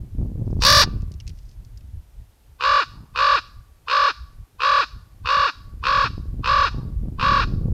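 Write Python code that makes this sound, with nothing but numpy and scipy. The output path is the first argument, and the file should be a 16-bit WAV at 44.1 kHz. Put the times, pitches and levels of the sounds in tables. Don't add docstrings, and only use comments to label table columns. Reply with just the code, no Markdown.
import sys
import numpy as np
from scipy import signal
from scipy.fft import rfft, irfft, next_fast_len
from scipy.io import wavfile
from scipy.ndimage import uniform_filter1d, map_coordinates

SR = 44100
rng = np.random.default_rng(int(sys.argv[2]) if len(sys.argv) > 2 else 0)


def log_audio(samples):
    frames = np.atleast_2d(samples).T
    limited = np.clip(frames, -1, 1)
    pcm = np.round(limited * 32767).astype(np.int16)
    wavfile.write(sys.argv[1], SR, pcm)


def elevation(decibels):
    levels = np.asarray(decibels, float)
    return 10 ** (levels / 20)


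N = 340893

# first_slap_s, steady_flap_period_s, closing_slide_s, top_pitch_hz, effort_db
CROAK_CALLS = [
    (0.621, .0230, .020, 599.4, 1),
    (2.608, .0230, .030, 592.5, 0.5),
    (3.159, .0236, 0.03, 592.6, 0.5),
    (3.883, 0.02404, 0.023, 591.8, 0),
    (4.604, .0244, .029, 592.4, 0),
    (5.257, .0248, .032, 590.9, -1),
    (5.838, .0246, .028, 583.8, -1),
    (6.443, .0250, 0.03, 590.7, -0.91),
    (7.196, .0248, 0.034, 586.9, -1.5),
]
FLAP_PITCH = [(0, .77), (.08, .83), (.17, .92), (.3, .945), (.52, .97), (.67, 1.01), (.79, 1.001),
              (.89, .9), (1, .77)]
STAGE_FLAPS = [-1, 0, 2, 3, 5, 9, 10, 10, 10]
STAGE_PITCH = [0.94, .84, .92, .97, 1.001, .995, .955, .655, 0.45]
STAGE_LEVEL = [-58.5, -21.5, -10.5, -12, -13, -15.5, -16, -22, -47.5]
STAGE_FADE = [8.6, 13, 18, 7.5, 7.5, 0.42, 0.5, .1, .1]
STAGE_SHUT = [7, 21, 11, 1.9, .1, .1, .1, 0.11, 0.09]
# pitch_hz, level_db
CHEST_TONE = [(230, -36.5), (300, -41.5), (480, -37.5), (540, -36.5), (610, -28.5)]
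# frequency_hz, level_db
WINDPIPE_TONE = [(600, -46), (800, -37.5), (930, -36.5), (1000, -30.5), (1080, -22.5), (1140, -15),
                 (1210, -15.5)]
# centre_hz, width_hz, level_db
BEAK_RINGING = [(2702, 850, -6), (3987, 72, 4), (4562, 240, 1.5), (5131, 280, 9.5)]
# frequency_hz, level_db
HEAD_AWAY = [(700, -40.5), (1100, -20.5), (1450, -19), (1750, -26), (2150, -40), (2480, -30.5), (2900, -36),
             (3150, -40), (3750, -32.5), (4250, -33.5), (4650, -42), (5300, -44), (7000, -62),
             (14000, -91.5)]
# frequency_hz, level_db
HEAD_FACING = [(700, -19.5), (1000, -20.5), (1450, -23), (1780, -21), (2150, -33), (2500, -30), (3100, -34),
               (3700, -22), (4600, -22.5), (5400, -19.5), (6300, -34), (7500, -42.5), (10000, -48),
               (15000, -58)]
# frequency_hz, level_db
RADIATED_AROUND = [(300, -13), (1200, -3.5), (2500, 2.5), (5000, 13.5), (7000, 17), (15000, -7)]
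# frequency_hz, level_db
CRUST_SCATTER = [(1200, -31), (2500, -3), (4000, -6.5)]
# frequency_hz, t60_s
MOUND_DECAY = [(500, .03), (2500, .045), (6000, .055), (12000, .04)]
# frequency_hz, t60_s
TREE_DECAY = [(300, 0.878), (1200, 0.731), (2500, 0.44), (5000, 0.49), (9000, 0.49)]
# start_s, peak_db, low_crunch_db
CLAW_STEPS = [(1.0076, -48, -7), (1.0198, -39, -14.5), (1.0794, -54, -6), (1.1177, -32.5, -20.5),
              (1.1396, -37, -22), (1.2009, -31.5, -10), (1.2068, -38.5, -8.5), (1.2679, -36.5, -10),
              (1.2769, -23.5, -14.5), (1.2931, -31.5, -15), (1.301, -45.5, -4), (1.3524, -59.5, -10),
              (1.3755, -50, -10.5), (1.3881, -40, -17.5), (1.4918, -41.5, -27.5), (1.5134, -48.5, -12.5),
              (1.6481, -39.5, -23.5), (1.7737, -33, -28.5), (1.808, -50, -5.5)]
# start_s, length_s, level_db
SNOW_SHUFFLE = [
    (0.454, 0.18, -72),
    (1.285, 0.25, -68),
]
# start_s, length_s, level_db
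FAR_CALLS = [
    (2.939, .13, -61.5),
    (6.712, .11, -52),
]
# time_s, strength_db, port_flutter_over_strength_db
WIND_COURSE = [(0, -32, -8.5), (.25, -32, -2), (.58, -24.5, -3), (.85, -24.5, -8), (1.1, -29, -11),
               (1.35, -41.5, -18), (1.9, -38.5, -18.5), (2.2, -51, -24), (2.4, -60.5, -14.5),
               (2.98, -37.5, -9.5), (3.7, -52.5, -19.5), (4.25, -47.5, -13.5), (5.1, -48, -15),
               (5.6, -43, -11.5), (5.8, -32.5, -8.5), (6.4, -33, -10.5), (7.1, -29.5, -2.5),
               (7.73, -21.5, -4.5)]
# time_s, buffet_over_strength_db, flutter_change_db
WIND_GUSTS = [(.08, -11, -5), (.13, 2.5, -2), (.23, 8, 3), (.84, 3.5, 2.5), (1.29, 7.5, 3.5),
              (1.46, 8.5, 2), (1.74, 3.5, -4), (1.96, 12, 1.5), (2.2, 16, 18.5), (2.5, 10, -2),
              (2.69, 11, 8), (2.82, -8, -6.5), (3.08, -13, -8), (3.33, 2, 6.5), (3.59, 11.5, 10.5),
              (3.77, -4, -7), (4.0, 8.5, 7), (4.22, 12, 0.5), (4.41, 8, 3), (4.49, -19, -14),
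              (4.72, 5.5, 5), (4.97, 11, 13), (5.25, 12.5, 16.5), (5.399, 12, 10.5), (5.51, -23, -7.5),
              (6.31, 12, 5), (6.39, 5.5, 8.5), (6.52, 8, -2), (6.76, 9.5, 5.5), (6.98, 3, -11)]
# time_s, peak_db
WIND_PUFFS = [(0.185, -37.5), (0.212, -23.5), (0.227, -25), (0.258, -28), (0.299, -33), (0.354, -30),
              (0.374, -34.5), (0.404, -33), (0.475, -21.5), (0.501, -24.5), (0.527, -18), (0.565, -24),
              (0.589, -21.5), (0.873, -19), (0.928, -31), (5.736, -38.5), (6.177, -24), (6.254, -33.5),
              (6.354, -47.5), (6.743, -24.5), (6.786, -37), (6.882, -32.5), (6.989, -51.5), (7.056, -30.5),
              (7.081, -25.5), (7.522, -25.5), (7.632, -29), (7.665, -30.5), (7.684, -27)]
# frequency_hz, density_db_per_hz
BUFFET_SPECTRUM = [(8, -33.5), (15, -6.5), (50, 0.5), (100, -6), (160, -21), (260, -50), (500, -88.5)]
# frequency_hz, density_db_per_hz
PORT_SPECTRUM = [(40, -38), (110, 0.68), (240, -10.5), (500, -27), (1000, -46.5), (2000, -73.5)]
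# frequency_hz, level_db
EDDY_SPECTRUM = [(30, -31), (110, 1.83), (300, -9.5), (600, -24.5), (1200, -39.5), (2500, -72)]
# frequency_hz, density_db_per_hz
HISS_SPECTRUM = [(120, -29.5), (200, -2.5), (812, -8.5), (923, -8.5), (1030, -11.5), (7830, -20),
                 (13900, -18.5), (15500, -31.5), (16400, -44)]

BREATH_IN_S, THIRD_FLAP_S, DIE_S = .024, .015, .015
QUICK, SLOWING = .605, .82
SLAP_TIRES_DB_PER_S, SAG_PER_S = 0.04, .004
TURN_DB_PER_S = 0.6478
GUST_S = 0.039
HISS_DB = -64
TOP_HZ = 15800


def raven():
    sound = np.zeros(N + 2 * SR)
    for k, call in enumerate(CROAK_CALLS):
        turned = k > 0
        rows = stages(*call)
        chest, pipe, pulses = croak(rows, jitter=.007, breath_db=14.5, lead_db=-30, open_db=0 if turned else 11)
        ring = filtered(pulses, resonances(BEAK_RINGING))
        turn_db = TURN_DB_PER_S * max(call[0] - 4, 0)
        away = chest + elevation(turn_db) * pipe + elevation(-4.0) * causal(pulses + ring, HEAD_AWAY)
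        if turned:
            direct = away
            near = elevation(-12.0) * coloured(away, RADIATED_AROUND)
        else:
            facing = pulses + elevation(-7) * ring
            direct = elevation(5.5) * chest + elevation(-2.5) * pipe + elevation(-1.5) * causal(facing, HEAD_FACING)
            near = elevation(-12) * direct
        heard = sound[round(rows[0][0] * SR):][:len(direct)]
        heard += direct + scattered(coloured(near, CRUST_SCATTER), MOUND_DECAY, gap=39.74)
        trees = scattered(coloured(away, RADIATED_AROUND), TREE_DECAY, gap=630)
        heard += elevation(-25 if turned else -28) * trees
    return sound[:N]


def stages(slap_s, flap_s, slide_s, top_hz, effort_db):
    steps = [-BREATH_IN_S, BREATH_IN_S, 2 * QUICK * flap_s, THIRD_FLAP_S, 2 * SLOWING * flap_s]
    steady = np.diff(STAGE_FLAPS)[4:6] * flap_s
    times = slap_s + np.cumsum(np.r_[steps, steady, slide_s, DIE_S])
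    third_slap, last_flaps = np.equal(STAGE_FLAPS, 2), np.greater(STAGE_FLAPS, 5)
    tired_s = slap_s - N / SR / 2
    pitch_hz = top_hz * np.array(STAGE_PITCH) * (1 - SAG_PER_S * tired_s * last_flaps)
    level_db = effort_db + np.array(STAGE_LEVEL) - SLAP_TIRES_DB_PER_S * tired_s * third_slap
    return np.c_[times, pitch_hz, level_db]


def croak(rows, jitter, breath_db, lead_db, open_db):
    span = slice(round(rows[0][0] * SR), round(rows[-1][0] * SR) + 300)
    columns = curves(np.c_[rows, STAGE_FLAPS, STAGE_FADE, STAGE_SHUT])
    top_hz, level_db, flaps, fade_db, shut_db = [c[span] for c in columns]
    t, share = np.arange(N)[span] / SR, flaps % 1

    def bump(s, width):
        return np.exp(-((t - s) / width) ** 2)

    def lagging(level):
        return uniform_filter1d(level, size=110, origin=40)

    rebound = 1 + 0.17 * bump(rows[6][0] + 0.008, .009)
    flap_pitch = np.interp(share, *np.transpose(FLAP_PITCH))
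    hz = top_hz * flap_pitch * rebound * (1 + jitter * wobble(500)[span])
    cycles = np.cumsum(hz) / SR
    cycles -= cycles[np.argmax(flaps >= 0)] % 1 + 0.37
    effort = np.sqrt(2) * elevation(level_db + 17 - np.maximum(fade_db, 0) * share)
    effort = effort * signal.windows.tukey(len(t), .05)

    orders = np.arange(3, 40)[:, None]
    mouth = .4 * (np.abs(orders * hz - 2700) < 300) * (flaps >= 0)
    mouth = mouth - (orders == 3) - .4 * (np.abs(orders * hz - 1950) < 250)
    closing_db = 6 * bump(rows[7][0] - .012, 0.0077) * (np.abs(orders * hz - 2550) < 350)
    harmonics = np.cos(2 * np.pi * orders * cycles) * (orders * hz < 16000)
    train = np.sum(harmonics * elevation(shut_db * mouth + closing_db), axis=0)

    air = np.cos(np.pi * cycles) ** 4 * np.diff(rng.standard_normal(len(t) + 1))
    lead = np.sin(2 * np.pi * 1090 * t + .7 * wobble(300)[span])
    lead = elevation(lead_db) * bump(rows[1][0] - .006, .003) * lead

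    chest, pipe, pulses = np.zeros((3, 3 * SR // 2))
    chest[:len(t)] = lagging(effort * elevation(along(CHEST_TONE, hz))) * np.cos(2 * np.pi * cycles)
    beak_db = open_db * np.clip((1080 - 2 * hz) / 200, 0, 1)
    pipe_db = along(WINDPIPE_TONE, 2 * hz) + .2 * shut_db + beak_db
    pipe[:len(t)] = lagging(effort * elevation(pipe_db)) * np.cos(4 * np.pi * cycles - 1.5) + lead
    pulses[:len(t)] = effort * (train * elevation(.6 * wobble(400)[span]) + elevation(breath_db) * air)

    slaps = np.zeros(len(pipe))
    slap_source = train + np.cos(6 * np.pi * cycles) + elevation(6) * air
    slaps[:len(t)] = effort * slap_source * np.clip(3 - flaps, 0, 1)
    pipe += elevation(-17.5) * rung_twice(slaps, 1120, 260, .1)
    return chest, pipe, pulses


def causal(x, spectrum):
    cepstrum = irfft(along(spectrum, np.fft.rfftfreq(4096, 1 / SR)) * np.log(10) / 20)
    cepstrum *= np.r_[1, np.full(2047, 2), 1, np.zeros(2047)]
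    return signal.fftconvolve(x, irfft(np.exp(rfft(cepstrum))))[:len(x)]


def scattered(x, decays, gap):
    hz, t, z = signal.stft(rng.standard_normal(SR), SR, nperseg=256)
    decay = elevation(-60 * t / along(decays, hz)[:, None])
    tail = signal.istft(z * decay, SR, nperseg=256)[1]
    return signal.fftconvolve(np.pad(x, (round(gap), 0)), tail / np.linalg.norm(tail))[:len(x)]


def hops():
    high, low, t = np.zeros(N), np.zeros(N), np.arange(900) / SR
    for s, db, low_db in CLAW_STEPS:
        burst = elevation(db - 60 * t / 0.025) * rng.standard_normal((2, len(t)))
        high[round(s * SR):][:len(t)] += burst[0]
        low[round(s * SR):][:len(t)] += elevation(low_db) * burst[1]
    for row in SNOW_SHUFFLE:
        gain = held(*row, attack_s=.03, release_s=.04) * elevation(10.0 + 4 * wobble(150))
        high += gain * rng.standard_normal(N)
    crackle = elevation(-1.5) * rung_twice(high, 5100, 2400, 0.1)
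    crunch = elevation(10.5) * rung_twice(low, 2674, 1300, 0.085)
    return crackle + crunch


def far_raven():
    sound = np.zeros(N)
    throb = elevation(3 * np.sin(2 * np.pi * 42 * np.arange(N) / SR))
    for row in FAR_CALLS:
        sound += held(*row, attack_s=.03, release_s=0.095) * throb * rng.standard_normal(N)
    return elevation(16) * rung_twice(sound, 930, 380, 0.1)


def wind():
    strength_db, port_db = curves(WIND_COURSE)
    t = np.arange(N) / SR
    swell_db, flutter_db = sum(np.outer(db, np.exp(-((t - s) / GUST_S) ** 2)) for s, *db in WIND_GUSTS)
    lumps = elevation(1.5 * wobble(14))
    buffet = unit(lumps * coloured(rng.standard_normal(N), BUFFET_SPECTRUM))
    grains = rng.standard_normal(N) * (rng.random(N) < 160 / SR) * elevation(3 * rng.standard_normal(N))
    port = unit(coloured(unit(grains) + .5 * rng.standard_normal(N), PORT_SPECTRUM))
    kicks = np.zeros(N)
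    for s, db in WIND_PUFFS:
        kicks[round((s + .003) * SR)] = elevation(db + 45.0) * rng.choice([-1, 1])
    buffet_gain = elevation(strength_db + swell_db + 0.5 * wobble(6.4))
    port_gain = elevation(strength_db + port_db + flutter_db + 2.5 * wobble(12))
    return buffet_gain * buffet + port_gain * port + coloured(kicks, EDDY_SPECTRUM)


def preamplifier_hiss():
    return elevation(HISS_DB) * unit(coloured(rng.standard_normal(N), HISS_SPECTRUM))


def resonances(modes):
    def response(f):
        total = 0
        for k, (centre, width, db) in enumerate(modes):
            loss = 1j * f * width
            total = total + (-1) ** k * elevation(db) * loss / (centre * centre - f * f + loss)
        return total
    return response


def rung_twice(x, centre_hz, width_hz, db):
    return filtered(x, lambda f: resonances([(centre_hz, width_hz, db)])(f) ** 2)


def filtered(x, response):
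    m = next_fast_len(len(x) + SR // 2)
    return irfft(rfft(x, m) * response(np.fft.rfftfreq(m, 1 / SR)), m)[:len(x)]


def coloured(x, spectrum):
    return filtered(x, lambda hz: elevation(along(spectrum, hz)))


def along(points, hz):
    f, v = np.transpose(points)
    return np.interp(np.log(hz + 1), np.log(f + 1), v)


def curves(rows):
    s, *cols = np.transpose(rows)
    return [np.interp(np.arange(N) / SR, s, c) for c in cols]


def held(s, length, db, attack_s, release_s):
    return elevation(curves([(s - attack_s, -99), (s, db), (s + length, db), (s + length + release_s, -99)])[0])


def wobble(rate):
    return map_coordinates(rng.standard_normal(int(N * rate / SR) + 4), [np.arange(N) * rate / SR])


def unit(x):
    return x / np.sqrt(np.mean(x ** 2) + 1e-20)


def scene():
    return (raven() + far_raven() + hops() + wind() + preamplifier_hiss())[None]


def low_pass(x):
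    return signal.sosfilt(signal.butter(12, 16520, fs=SR, output="sos"), x)


def record(dry):
    squeezed = np.where(dry < 0, dry / (1 + (dry / .6) ** 4) ** (1 / 4), dry)
    clipped = np.minimum(squeezed, .72) * signal.windows.tukey(N, 400 / N)
    limited = filtered(clipped[0], lambda hz: hz < TOP_HZ)
    return low_pass(limited[None])


dry = scene()
out = record(dry)
log_audio(out)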